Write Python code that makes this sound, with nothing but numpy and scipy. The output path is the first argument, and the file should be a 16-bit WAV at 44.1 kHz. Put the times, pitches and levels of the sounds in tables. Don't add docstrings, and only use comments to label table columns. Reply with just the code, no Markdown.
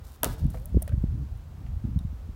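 import sys
import numpy as np
from scipy import signal
from scipy.fft import rfft, irfft
from scipy.io import wavfile
from scipy.ndimage import uniform_filter1d

SR = 44100
rng = np.random.default_rng(int(sys.argv[2]) if len(sys.argv) > 2 else 0)


def wav_out(sig):
    wavfile.write(sys.argv[1], SR, np.round(np.clip(np.atleast_2d(sig).T, -1, 1) * 32767).astype(np.int16))


N = 103635


def amp(db):
    return 10 ** (np.asarray(db) / 20)

def unit(x):
    return x / np.sqrt(np.mean(x ** 2) + 1e-20)

def read(points, hz):
    f, value = np.transpose(points)
    return np.interp(np.log(hz + 1), np.log(f + 1), value)

def add(mix, start_s, sound):
    part = mix[max(round(start_s * SR), 0):][:len(sound)]
    part += sound[:len(part)]

def colour(x, spectrum):
    log_gain = np.log(amp(read(spectrum, abs(np.fft.fftfreq(2 * N, 1 / SR)))))
    response = np.exp(np.conj(signal.hilbert(log_gain)))
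    return irfft(rfft(x, 2 * N) * response[:N + 1])[:N]

def noise(spectrum):
    gain = amp(read(spectrum, np.fft.rfftfreq(N, 1 / SR)))
    return unit(irfft(rfft(rng.standard_normal(N)) * gain, N))

def steadied(x, span_s):
    power = uniform_filter1d(abs(signal.hilbert(x)) ** 2, max(int(span_s * SR), 2))
    return unit(x / np.sqrt(abs(power) + 1e-9))


# (time [s], rumble level [dB], flutter level [dB])
GUSTS = [(0, -40.5, -65), (0.11, -45, -54), (0.17, -52, -74), (0.24, -36.5, -40), (0.31, -29.5, -34.5),
         (0.369, -45.5, -50), (0.441, -16.5, -25), (0.50, -35, -36.5), (0.58, -32.5, -45.5),
         (0.692, -39.5, -47), (0.752, -21, -25.5), (0.801, -34, -42.5), (0.88, -35, -45),
         (0.938, -26.5, -36), (1.01, -28.5, -50.5), (1.10, -28.5, -34.5), (1.232, -33.5, -33),
         (1.27, -38, -51), (1.32, -31, -48.5), (1.42, -43, -50.5), (1.58, -40.5, -46), (1.761, -28, -43),
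         (1.81, -39, -58), (1.88, -31.5, -35), (2.02, -33.5, -47), (2.10, -33, -51), (2.20, -39.5, -57.5),
         (2.29, -32.5, -48), (2.35, -46, -58)]
# (frequency [Hz], relative density [dB])
RUMBLE_SPECTRUM = [(15, -37), (30, 2), (45, 4), (68, 8.5), (90, -0.5), (130, -10.5), (250, -49),
                   (600, -77.5)]
FLUTTER_SPECTRUM = [(40, -22), (90, 2), (135, 1), (200, -7.5), (300, -19), (450, -33), (900, -67),
                    (2000, -93)]
# (time [s], peak level [dB], centre frequency [Hz])
EDDIES = [(0.4438, -16, 80), (0.4562, -14.5, 110), (0.747, -23, 232), (0.767, -9.5, 65),
          (0.772, -13.5, 208), (0.935, -16, 64), (0.943, -27.5, 151), (0.98, -18, 83.4), (1.0389, -33, 277),
          (1.041, -14.5, 130), (1.8433, -22.5, 120), (1.852, -20, 125), (1.962, -17, 98), (1.974, -18, 93),
          (2.0122, -28.5, 108), (2.051, -21, 93), (2.13, -34, 130), (2.292, -34, 140)]

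def wind():
    t = np.arange(N) / SR
    times, rumble_db, flutter_db = np.transpose(GUSTS)
    out = steadied(noise(RUMBLE_SPECTRUM), span_s=0.055) * amp(np.interp(t, times, rumble_db))
    out += steadied(noise(FLUTTER_SPECTRUM), span_s=0.041) * amp(np.interp(t, times, flutter_db))
    for centre_s, db, hz in EDDIES:
        u = 2 * np.pi * hz * (t - centre_s)
        out -= amp(db) * u * np.exp((1 - u ** 2) / 2)
    return out


# (frequency [Hz], relative density [dB])
LEAF_SPECTRUM = [(30, -14), (200, 0.5), (500, -3.5), (800, -5), (1300, -9), (2000, -15.5), (4000, -19.5),
                 (7000, -23.5), (10000, -27), (16000, -24.5)]

def leaves(level_db=-58.5):
    wash = noise(LEAF_SPECTRUM)
    waver_db = 0.3 * unit(uniform_filter1d(rng.standard_normal(N), size=3000))
    return amp(level_db + waver_db) * wash


# (start [s], level [dB], hold [s], decay time [s])
SAND_SCUFFS = [(0.039, -59.5, 0.12, 0.011), (0.238, -33, 0.0064, 0.0096), (0.25, -50.5, 0.08, 0.02),
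               (0.379, -54, 0.007, 0.028), (0.496, -59, 0.017, 0.023), (0.532, -61.5, 0.022, 0.18)]
# (frequency [Hz], relative density [dB])
SAND_SPECTRUM = [(300, -9), (1300, 2.5), (2100, -15), (3800, -3.5), (7000, -5.5), (13000, -4),
                 (16000, -5.5)]

def sand(grains_per_s=2500, spread_db=4.0, rise_s=0.005):
    t = np.arange(N) / SR
    sizes = amp(spread_db * np.minimum(rng.exponential(1, N), 4)) * rng.choice([-1., 1.], N)
    impacts = sizes * (rng.random(N) < grains_per_s / SR)
    envelope = np.zeros(N)
    for start_s, db, hold_s, decay_s in SAND_SCUFFS:
        rise = np.clip((t - start_s) / rise_s, 0, 1)
        envelope += amp(db) * rise * np.exp(-np.maximum(t - start_s - hold_s, 0) / decay_s)
    return unit(colour(impacts, SAND_SPECTRUM)) * envelope


def struck_wood(blows, modes, spread_db=1.07, spread_rad=0.55, clatter_s=0.0086, attack_s=0.00025):
    out, t = np.zeros(N), np.arange(SR // 3) / SR
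    hz, db, t60 = np.transpose(modes)[:, :, None]
    signs = (-1) ** np.arange(len(hz))[:, None]
    for start_s, level_db, bright_hz, tuning, t60_ratio, clatter_db in blows:
        level_draw, phase_draw = rng.standard_normal((2, len(hz), 1))
        contact_lowpass = 1 / np.sqrt(1 + (hz / bright_hz) ** 4)
        envelopes = contact_lowpass * amp(db + spread_db * level_draw - 60 * t / (t60 * t60_ratio))
        ring = (signs * envelopes * np.sin(2 * np.pi * hz * tuning * t + spread_rad * phase_draw)).sum(0)
        band = signal.butter(2, [200, np.clip(bright_hz, 400, 9000)], "band", fs=SR, output="sos")
        clatter = signal.sosfilt(band, rng.standard_normal(len(t))) * np.exp(-t / clatter_s)
        attack = 1 - np.exp(-t / attack_s)
        add(out, start_s, amp(level_db) * attack * (0.5 * ring + amp(clatter_db) * clatter))
    return out


# (time [s], level [dB], brightness [Hz], tuning [ratio], T60 [ratio], clatter [dB])
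POLE_BLOWS = [(0.2305, -26.5, 1220, 0.99, 0.54, 1.5), (0.2336, -23, 2600, 0.98, 0.51, -2.5),
              (0.2441, -29.5, 4040, 0.91, 0.69, 4), (0.2605, -28, 910, 0.67, 0.33, 10),
              (0.2665, -40.5, 700, 0.94, .6, 5.5)]
# (frequency [Hz], relative level [dB], T60 [s])
POLE_MODES = [(271, -4, 0.17), (485.4, 3, 0.083), (606, 3.5, 0.12), (695, 1.5, 0.086), (770, -6.5, 0.22),
              (816, -8.5, 0.18), (972, -0.5, 0.07), (1247, -9.5, 0.12), (1262, 5, 0.044), (1392, -8, 0.045),
              (1491, 2, 0.092), (1720, -6.5, 0.091), (1943, -6.5, 0.058), (3050, -15, 0.035),
              (3920, -23, 0.035)]

def pole_knocks():
    return struck_wood(POLE_BLOWS, POLE_MODES)


# (time [s], relative level [dB], decay time [s], lower edge [Hz])
HARD_CONTACTS = [(0.2328, -9.5, 0.00031, 2500), (0.2444, -10.5, 0.00046, 2000), (0.2536, -34, 0.0024, 2500),
                 (0.2753, -36, 0.00033, 7000), (0.4445, -47.5, .0005, 6000), (0.4668, -44, .0005, 8000),
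                 (0.503, -44.5, 0.0049, 8040), (0.598, -49, .0005, 8000), (0.6572, -29, 0.00048, 10200),
                 (0.8221, -28.5, 0.0018, 8040), (0.826, -26.5, 0.0014, 8000), (0.879, -34.5, 0.0005, 6000),
                 (0.893, -46, 0.00073, 3000), (1.023, -53, 0.00076, 6960), (1.3755, -55, .0005, 8000),
                 (1.99, -45.5, 0.00086, 3200)]
# (frequency [Hz], gain [dB])
CLICK_SPECTRUM = [(500, 4), (2200, -28), (3000, -1), (4000, -11.5), (4900, -13.5), (6000, -6.5), (6800, -9),
                  (9300, -3), (10900, -4), (12700, -4), (14000, -6.5), (16000, -6)]

def clicks(snap_db=8, tail_db=-10.5, tail_s=0.0018):
    out, t = np.zeros(N), np.arange(SR // 20) / SR
    for start_s, level_db, decay_s, edge_hz in HARD_CONTACTS:
        envelope = np.exp(-t / decay_s) + amp(tail_db) * np.exp(-t / tail_s)
        burst = envelope * rng.choice([-1., 1.], len(t))
        burst[0] = amp(snap_db)
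        highpass = signal.butter(2, edge_hz, "high", fs=SR, output="sos")
        add(out, start_s, amp(level_db + 4) * signal.sosfilt(highpass, burst))
    return colour(out, CLICK_SPECTRUM)


# (frequency [Hz], T60 [s])
ECHO_DECAY = [(200, .5), (400, 1), (650, 0.88), (1300, 0.41), (5000, 0.76), (16000, 0.1)]
# (frequency [Hz], gain [dB])
ECHO_SPECTRUM = [(200, 5.5), (400, -3), (620, -9), (1200, -0.5), (2000, -3), (16000, 4)]

def echo(x, reflections_per_s=2500, build_s=0.014):
    reflections = rng.standard_normal(SR) * (rng.random(SR) < reflections_per_s / SR)
    hz, t, bands = signal.stft(reflections, SR, nperseg=256)
    decay = amp(-60 * t / read(ECHO_DECAY, hz)[:, None])
    tail = signal.istft(bands * decay, SR, nperseg=256)[1]
    tail *= np.minimum(np.arange(len(tail)) / SR / build_s, 1)
    return colour(signal.fftconvolve(x, tail / np.linalg.norm(tail))[:N], ECHO_SPECTRUM)


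# (time [s], level [dB], brightness [Hz], tuning [ratio], T60 [ratio], clatter [dB])
TAP_BLOWS = [(0.543, -47, 1360, 1.05, 1.05, 14), (0.550, -43, 500, 0.81, 1.4, -17),
             (0.5715, -58, 2000, 1.2, 0.63, 14.5), (0.8205, -41.5, 910, 1.02, 0.54, -9),
             (0.877, -42.5, 3970, 0.94, 0.42, 1), (0.893, -46.5, 3000, 0.77, 0.5, 0),
             (0.9195, -49, 1770, 0.94, 0.78, 5), (1.663, -53, 2580, 1.16, 0.3, 6)]
# (frequency [Hz], relative level [dB], T60 [s])
TAP_MODES = [(619, 12.5, 0.099), (717, 3.5, 0.065), (1330, -11, 0.086), (1700, 1.5, 0.054),
             (2000, 3, 0.087), (2760, -13, 0.045), (3500, -10, 0.037)]

def hoof_taps():
    return struck_wood(TAP_BLOWS, TAP_MODES)


# (start [s], duration [s], level [dB], first frequency [Hz], last frequency [Hz])
GLIDING_TONES = [(0.594, 0.103, -54.5, 498, 689), (0.913, 0.094, -63, 613, 520)]

def glides():
    out = np.zeros(N)
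    for start_s, length_s, db, first_hz, last_hz in GLIDING_TONES:
        progress = np.linspace(0, 1, int(length_s * SR))
        cycles = np.cumsum(first_hz + (last_hz - first_hz) * progress ** 1.52) / SR
        swell = np.sqrt(abs(np.sin(np.pi * progress)))
        add(out, start_s, amp(db) * swell * np.sin(2 * np.pi * cycles))
    return out


# (frequency [Hz], level [dB], T60 [s])
METAL_MODES = [(3750, -45, 0.021), (5400, -55, 0.022)]

def clink(start_s=1.9898):
    out, t = np.zeros(N), np.arange(SR // 8) / SR
    for hz, db, t60 in METAL_MODES:
        add(out, start_s, amp(db - 60 * t / t60) * np.sin(2 * np.pi * hz * t))
    return out


def scene():
    knocks, cracks = pole_knocks(), clicks()
    scatter = echo(amp(-9.5) * knocks + amp(-26) * cracks)
    return (wind() + leaves() + sand() + knocks + cracks + scatter + hoof_taps() + glides() + clink())[None]

def record(dry):
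    bass_rolloff = signal.butter(4, 37, "high", fs=SR, output="sos")
    lowpass = signal.firwin(255, cutoff=16100, window=("kaiser", 9), fs=SR)
    return signal.oaconvolve(signal.sosfilt(bass_rolloff, dry), lowpass[None], "same")


dry = scene()
out = record(dry)
wav_out(out)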